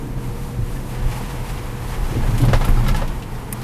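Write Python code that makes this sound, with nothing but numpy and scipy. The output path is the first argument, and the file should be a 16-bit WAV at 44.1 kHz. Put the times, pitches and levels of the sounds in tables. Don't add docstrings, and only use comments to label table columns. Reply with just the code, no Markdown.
import sys
import numpy as np
from scipy import signal
from scipy.fft import rfft, irfft, next_fast_len
from scipy.io import wavfile
from scipy.ndimage import map_coordinates

SR = 44100
rng = np.random.default_rng(int(sys.argv[2]) if len(sys.argv) > 2 else 0)


def bounce(signal):
    frames = np.transpose(np.atleast_2d(signal))
    limited = np.clip(frames, -1, 1)
    pcm = np.round(limited * 32767).astype(np.int16)
    wavfile.write(sys.argv[1], SR, pcm)


N = 160083

# (frequency [Hz], width [Hz], relative level [dB])
BODY_MODES = [(151.8, 56, -6), (205.6, 27.7, 0.5), (282.2, 36, -5.5), (350.7, 27.4, -6.5),
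              (428, 135, -14.5)]


def amp(db):
    return 10 ** (np.asarray(db) / 20)


def unit(x):
    return x / np.sqrt(np.mean(x ** 2) + 1e-20)


def curves(rows):
    s, *cols = np.transpose(rows)
    return [np.interp(np.arange(N) / SR, s, c) for c in cols]


def wobble(rate):
    knots = rng.standard_normal(int(N * rate / SR) + 4)
    return map_coordinates(knots, [np.arange(N) * rate / SR])


def filtered(x, response):
    m = next_fast_len(len(x) + 8192)
    return irfft(rfft(x, m) * response(np.fft.rfftfreq(m, 1 / SR)), m)[:len(x)]


def shape(points):
    f, v = np.transpose(points)
    return lambda hz: amp(np.interp(np.log(hz + 1), np.log(f + 1), v))


def peak(f, hz, wide_hz):
    return 1j * f * wide_hz / (hz * hz - f * f + 1j * f * wide_hz)


def peaks(rows):
    def response(f):
        return sum((-1) ** k * amp(db) * peak(f, hz, w) for k, (hz, w, db) in enumerate(rows))
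    return response


def noise(response, size=N):
    return unit(filtered(rng.standard_normal(size), response))


def fade(t60, rise_s):
    t = np.arange(SR) / SR
    e = amp(-60 * t / max(t60, .01)) * (1 - np.exp(-t / rise_s))
    return t, e / e.max()


def add(out, s, x):
    i = round(s * SR)
    out[i:i + len(x)] += x[:N - i]


def booms():
    # (time [s], tone peak [dB], decay by 60 dB [s])
    boom_events = [(0.16, -22, 0.66), (0.613, -16, 0.43), (1.044, -13.5, 0.43), (2.022, -15, 0.54),
                   (2.216, -13, 0.35), (2.279, -13, 0.15), (2.388, -13.5, 1), (2.534, -10.5, 0.32),
                   (2.686, -7.5, 0.64), (2.894, -9, 0.54), (3.149, -25.5, 0.42)]
    boom_hz, rise_s = 27.7, 0.0047
    slap_hz, slap_db, slap_t60 = 78, -8, 0.2
    out = np.zeros(N)
    for s, db, t60 in boom_events:
        t, e = fade(t60, rise_s)
        tone = e * np.sin(2 * np.pi * boom_hz * t)
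        slap = fade(slap_t60, rise_s)[1] * noise(lambda f: peak(f, slap_hz, slap_hz) ** 2, size=SR)
        add(out, s, amp(db) * (tone + amp(slap_db) * slap))
    return out


def thuds():
    # (time [s], floor-pan tone peak [dB])
    thud_events = [(0.146, -22.5), (.28, -21.5), (0.586, -16.5), (1.025, -22), (1.088, -20), (2.108, -20),
                   (2.16, -15), (2.285, -13), (2.33, -15.5), (2.42, -8), (2.471, -11), (2.507, -13),
                   (2.77, -14), (2.87, -19)]
    pan_hz, body_db = 117.7, -17.5
    t, e = fade(0.2, 0.003)
    out = np.zeros(N)
    for s, db in thud_events:
        side = sum(amp(level) * np.sin(2 * np.pi * (hz * t + rng.random())) for hz, w, level in BODY_MODES)
        hz = pan_hz * (1 + 0.031 * rng.normal())
        add(out, s, amp(db) * e * (np.sin(2 * np.pi * hz * t) + amp(body_db) * side))
    return out


def planks():
    # (time [s], tone peak level [dB], pitch [Hz])
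    plank_events = [(2.12, -26.5, 320.5), (2.15, -26.5, 454.6), (2.165, -24.5, 228), (2.4, -20, 283.3),
                    (2.48, -18.5, 198)]
    q = 5.2
    t, e = fade(0.23, 0.0024)
    out = np.zeros(N)
    for s, db, hz in plank_events:
        puff = noise(lambda f: peak(f, hz, hz / q), size=SR)
        add(out, s, amp(db) * e * (np.sin(2 * np.pi * hz * t) + 0.49 * puff))
    return out


def knocks():
    # (time [s], overall gain [dB], brightness tilt [dB per octave])
    knock_events = [(2.233, -21.5, -2.5), (2.436, -18, -0.5), (2.484, -18.5, 1), (2.532, -9.5, 1),
                    (2.611, -17, 0), (2.643, -19, 1.5), (2.68, -20.5, -0.5), (2.864, -25.5, 4.5),
                    (2.884, -20, 5), (2.945, -23.5, 4.5), (3.017, -19, -1)]
    # (frequency [Hz], relative level [dB])
    burst_colour = [(250, -13), (550, 3.5), (800, -1.5), (1700, -11), (3500, -18.5), (5000, -22.5),
                    (14000, -45)]
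    burst_db, crack_db, ring_db = -9, 2, -13.5
    burst_fade, crack_fade = fade(.14, 0.003)[1], fade(0.011, 0.00019)[1]
    e = burst_fade + amp(crack_db) * crack_fade
    out = np.zeros(N)
    for s, db, tilt in knock_events:
        colour = lambda f: shape(burst_colour)(f) * amp(tilt * np.log2(f / 600 + 0.15))
        burst = e * noise(colour, size=SR)
        add(out, s, amp(db) * (amp(burst_db) * burst + amp(ring_db) * ring(tilt)))
    return out


def ring(tilt):
    # (frequency [Hz], mean level before tilt [dB])
    trim_modes = [(533, 1.5), (850, -5), (1233, -3), (1690, -2), (2100, -8), (3000, -12.5)]
    scatter_db = 2.5
    t, e = fade(.075, 0.00068)
    out = np.zeros(SR)
    for hz, db in trim_modes:
        mode_db = db + tilt * np.log2(hz / 600) + scatter_db * rng.normal()
        out += amp(mode_db) * np.sin(2 * np.pi * hz * t)
    return e * out


def chinks():
    # (time [s], overall gain [dB], further gain of the modes above the lowest [dB])
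    chink_events = [(1.168, -30, -16), (2.644, -24, -4.5), (2.771, -28.5, -1), (2.865, -29, 1),
                    (2.88, -28, 4.5), (2.946, -23, -7), (3.019, -28.5, -5)]
    # (frequency [Hz], mean level [dB])
    metal_modes = [(850, -4.5), (1325, -1.5), (3800, -16), (4980, -15.5)]
    buzz_db = 2.5
    t, e = fade(.12, 0.0018)
    out = np.zeros(N)
    for s, db, upper_db in chink_events:
        modes = []
        for hz, level in metal_modes:
            flutter = amp(level + buzz_db * wobble(90)[:SR])
            modes.append(flutter * np.sin(2 * np.pi * hz * (1 + 0.015 * rng.normal()) * t))
        add(out, s, amp(db) * e * (modes[0] + amp(upper_db) * sum(modes[1:])))
    return out


def ticks():
    # (time [s], level [dB], brightness tilt [dB per octave])
    tick_events = [(1.175, -39, 1), (2.379, -30.5, 0), (2.4145, -31.5, 0), (2.451, -33.5, -1),
                   (2.5305, -26.5, -7.5), (2.648, -29.5, 3), (2.687, -28, 13), (2.8804, -26, 15),
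                   (2.9625, -31.5, -3), (3.077, -37.5, -3.5), (3.2224, -36, -7.5), (3.615, -38.5, -2.5)]
    # (frequency [Hz], relative level [dB])
    tick_colour = [(1200, -12), (3000, 6), (7000, -0.5), (9700, 2.5), (11500, 4), (14200, -1)]
    # (frequency [Hz], width [Hz], relative level [dB])
    plastic_modes = [(2040, 500, -1.5), (8100, 2500, -4), (9900, 480, 7), (13900, 1800, 3)]
    tick_t60 = 0.1
    pip_s, pip_db, pip_hz = .76, -39, 1770
    snap_s, snap_db, snap_t60 = 3.5255, -20, 0.03
    out = np.zeros(N)
    for s, db, tilt in tick_events:
        colour = lambda f: shape(tick_colour)(f) * amp(tilt * np.log2(f / 7000 + 0.039))
        add(out, s, amp(db) * fade(tick_t60, 0.00028)[1] * noise(colour, size=SR))
    t, e = fade(tick_t60, 0.0018)
    add(out, pip_s, amp(pip_db) * e * np.sin(2 * np.pi * pip_hz * t))
    add(out, snap_s, amp(snap_db) * fade(snap_t60, 0.0011)[1] * noise(peaks(plastic_modes), size=SR))
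    return out


def body():
    # (time [s], boom level [dB], floor-pan hum level [dB], body drone level [dB])
    roughness = [(0, -29.5, -31, -33), (1.3, -26.5, -32, -35), (1.85, -28.5, -31, -35.5),
                 (2.15, -21.5, -31.5, -32.5), (2.9, -19.5, -26.5, -30.5), (3.25, -30.5, -34, -35.5),
                 (3.63, -31.5, -32, -36.5)]
    # (frequency [Hz], relative level [dB])
    shell_colour = [(12, -27), (22, -1), (34, -1), (50, -9), (100, -15.5), (140, -26.5), (200, -74)]
    pan_hz, pan_wide_hz = 124.25, 21.7
    evenness = 0.48
    boom_db, hum_db, drone_db = curves(roughness)
    hum = noise(lambda f: peak(f, pan_hz, pan_wide_hz) ** 2)
    envelope = np.abs(signal.hilbert(hum))
    hum = unit(hum / envelope ** np.clip(evenness, 0, 1))
    boom = noise(shape(shell_colour))
    drone = noise(peaks(BODY_MODES))
    return amp(boom_db) * boom + amp(hum_db) * hum + amp(drone_db) * drone


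def road():
    # (time [s], tyre roar level before the treble gain [dB], hiss level [dB])
    roar_course = [(0, -42, -49), (.85, -40.5, -45.5), (.95, -36.5, -44.5), (1.9, -36.5, -44),
                   (2.35, -34, -42), (2.65, -35, -43.5), (3, -34, -46), (3.2, -39, -47.5),
                   (3.63, -37.5, -47)]
    # (frequency [Hz], relative level [dB])
    tyre_colour = [(250, -23), (400, -1.5), (600, -4), (900, 1.5), (1350, -6.5), (2100, -9), (2700, -12.5),
                   (3800, -19), (14000, -35)]
    # (frequency [Hz], relative level [dB])
    air_colour = [(800, -41), (2500, 1.5), (6000, 0), (11000, 2), (14200, -0.5)]
    brightens, edge_hz = 0.95, 3500
    roar_db, hiss_db = curves(roar_course)
    shake, roar = wobble(12), noise(shape(tyre_colour))
    treble = filtered(roar, lambda f: f ** 2 / (f ** 2 + edge_hz ** 2))
    flicker_db = 3.4 * wobble(60) + 1.3 * wobble(7.25)
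    treble_db = brightens * (roar_db - roar_db.mean()) + flicker_db
    roar = roar + (amp(treble_db) - 1) * treble
    hiss = noise(shape(air_colour))
    return amp(roar_db + 0.67 * shake) * roar + amp(hiss_db + 1.37 * shake) * hiss


def whine():
    # (time [s], mean pitch [Hz], mean level [dB])
    whine_course = [(0, 460, -43), (.76, 489.5, -46.5), (2, 480.3, -44.5), (2.15, 484.4, -68),
                    (3.63, 447, -46.5)]
    waver_hz = 2.5
    hz, db = curves(whine_course)
    phase = 2 * np.pi * np.cumsum(hz + waver_hz * wobble(16)) / SR
    return amp(db + 0.66 * wobble(10.15)) * np.sqrt(2) * np.sin(phase)


def scene():
    jolts = booms() + thuds() + planks()
    loose_parts = knocks() + chinks() + ticks()
    return (jolts + loose_parts + body() + road() + whine())[None]


def record(dry):
    top_hz = 14200

    def band(hz):
        return np.clip(hz / 10, 0, 1) * np.clip((top_hz + 100 - hz) / 150, 0, 1) ** 3
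    return filtered(dry[0], band)[None]


dry = scene()
out = record(dry)
bounce(out)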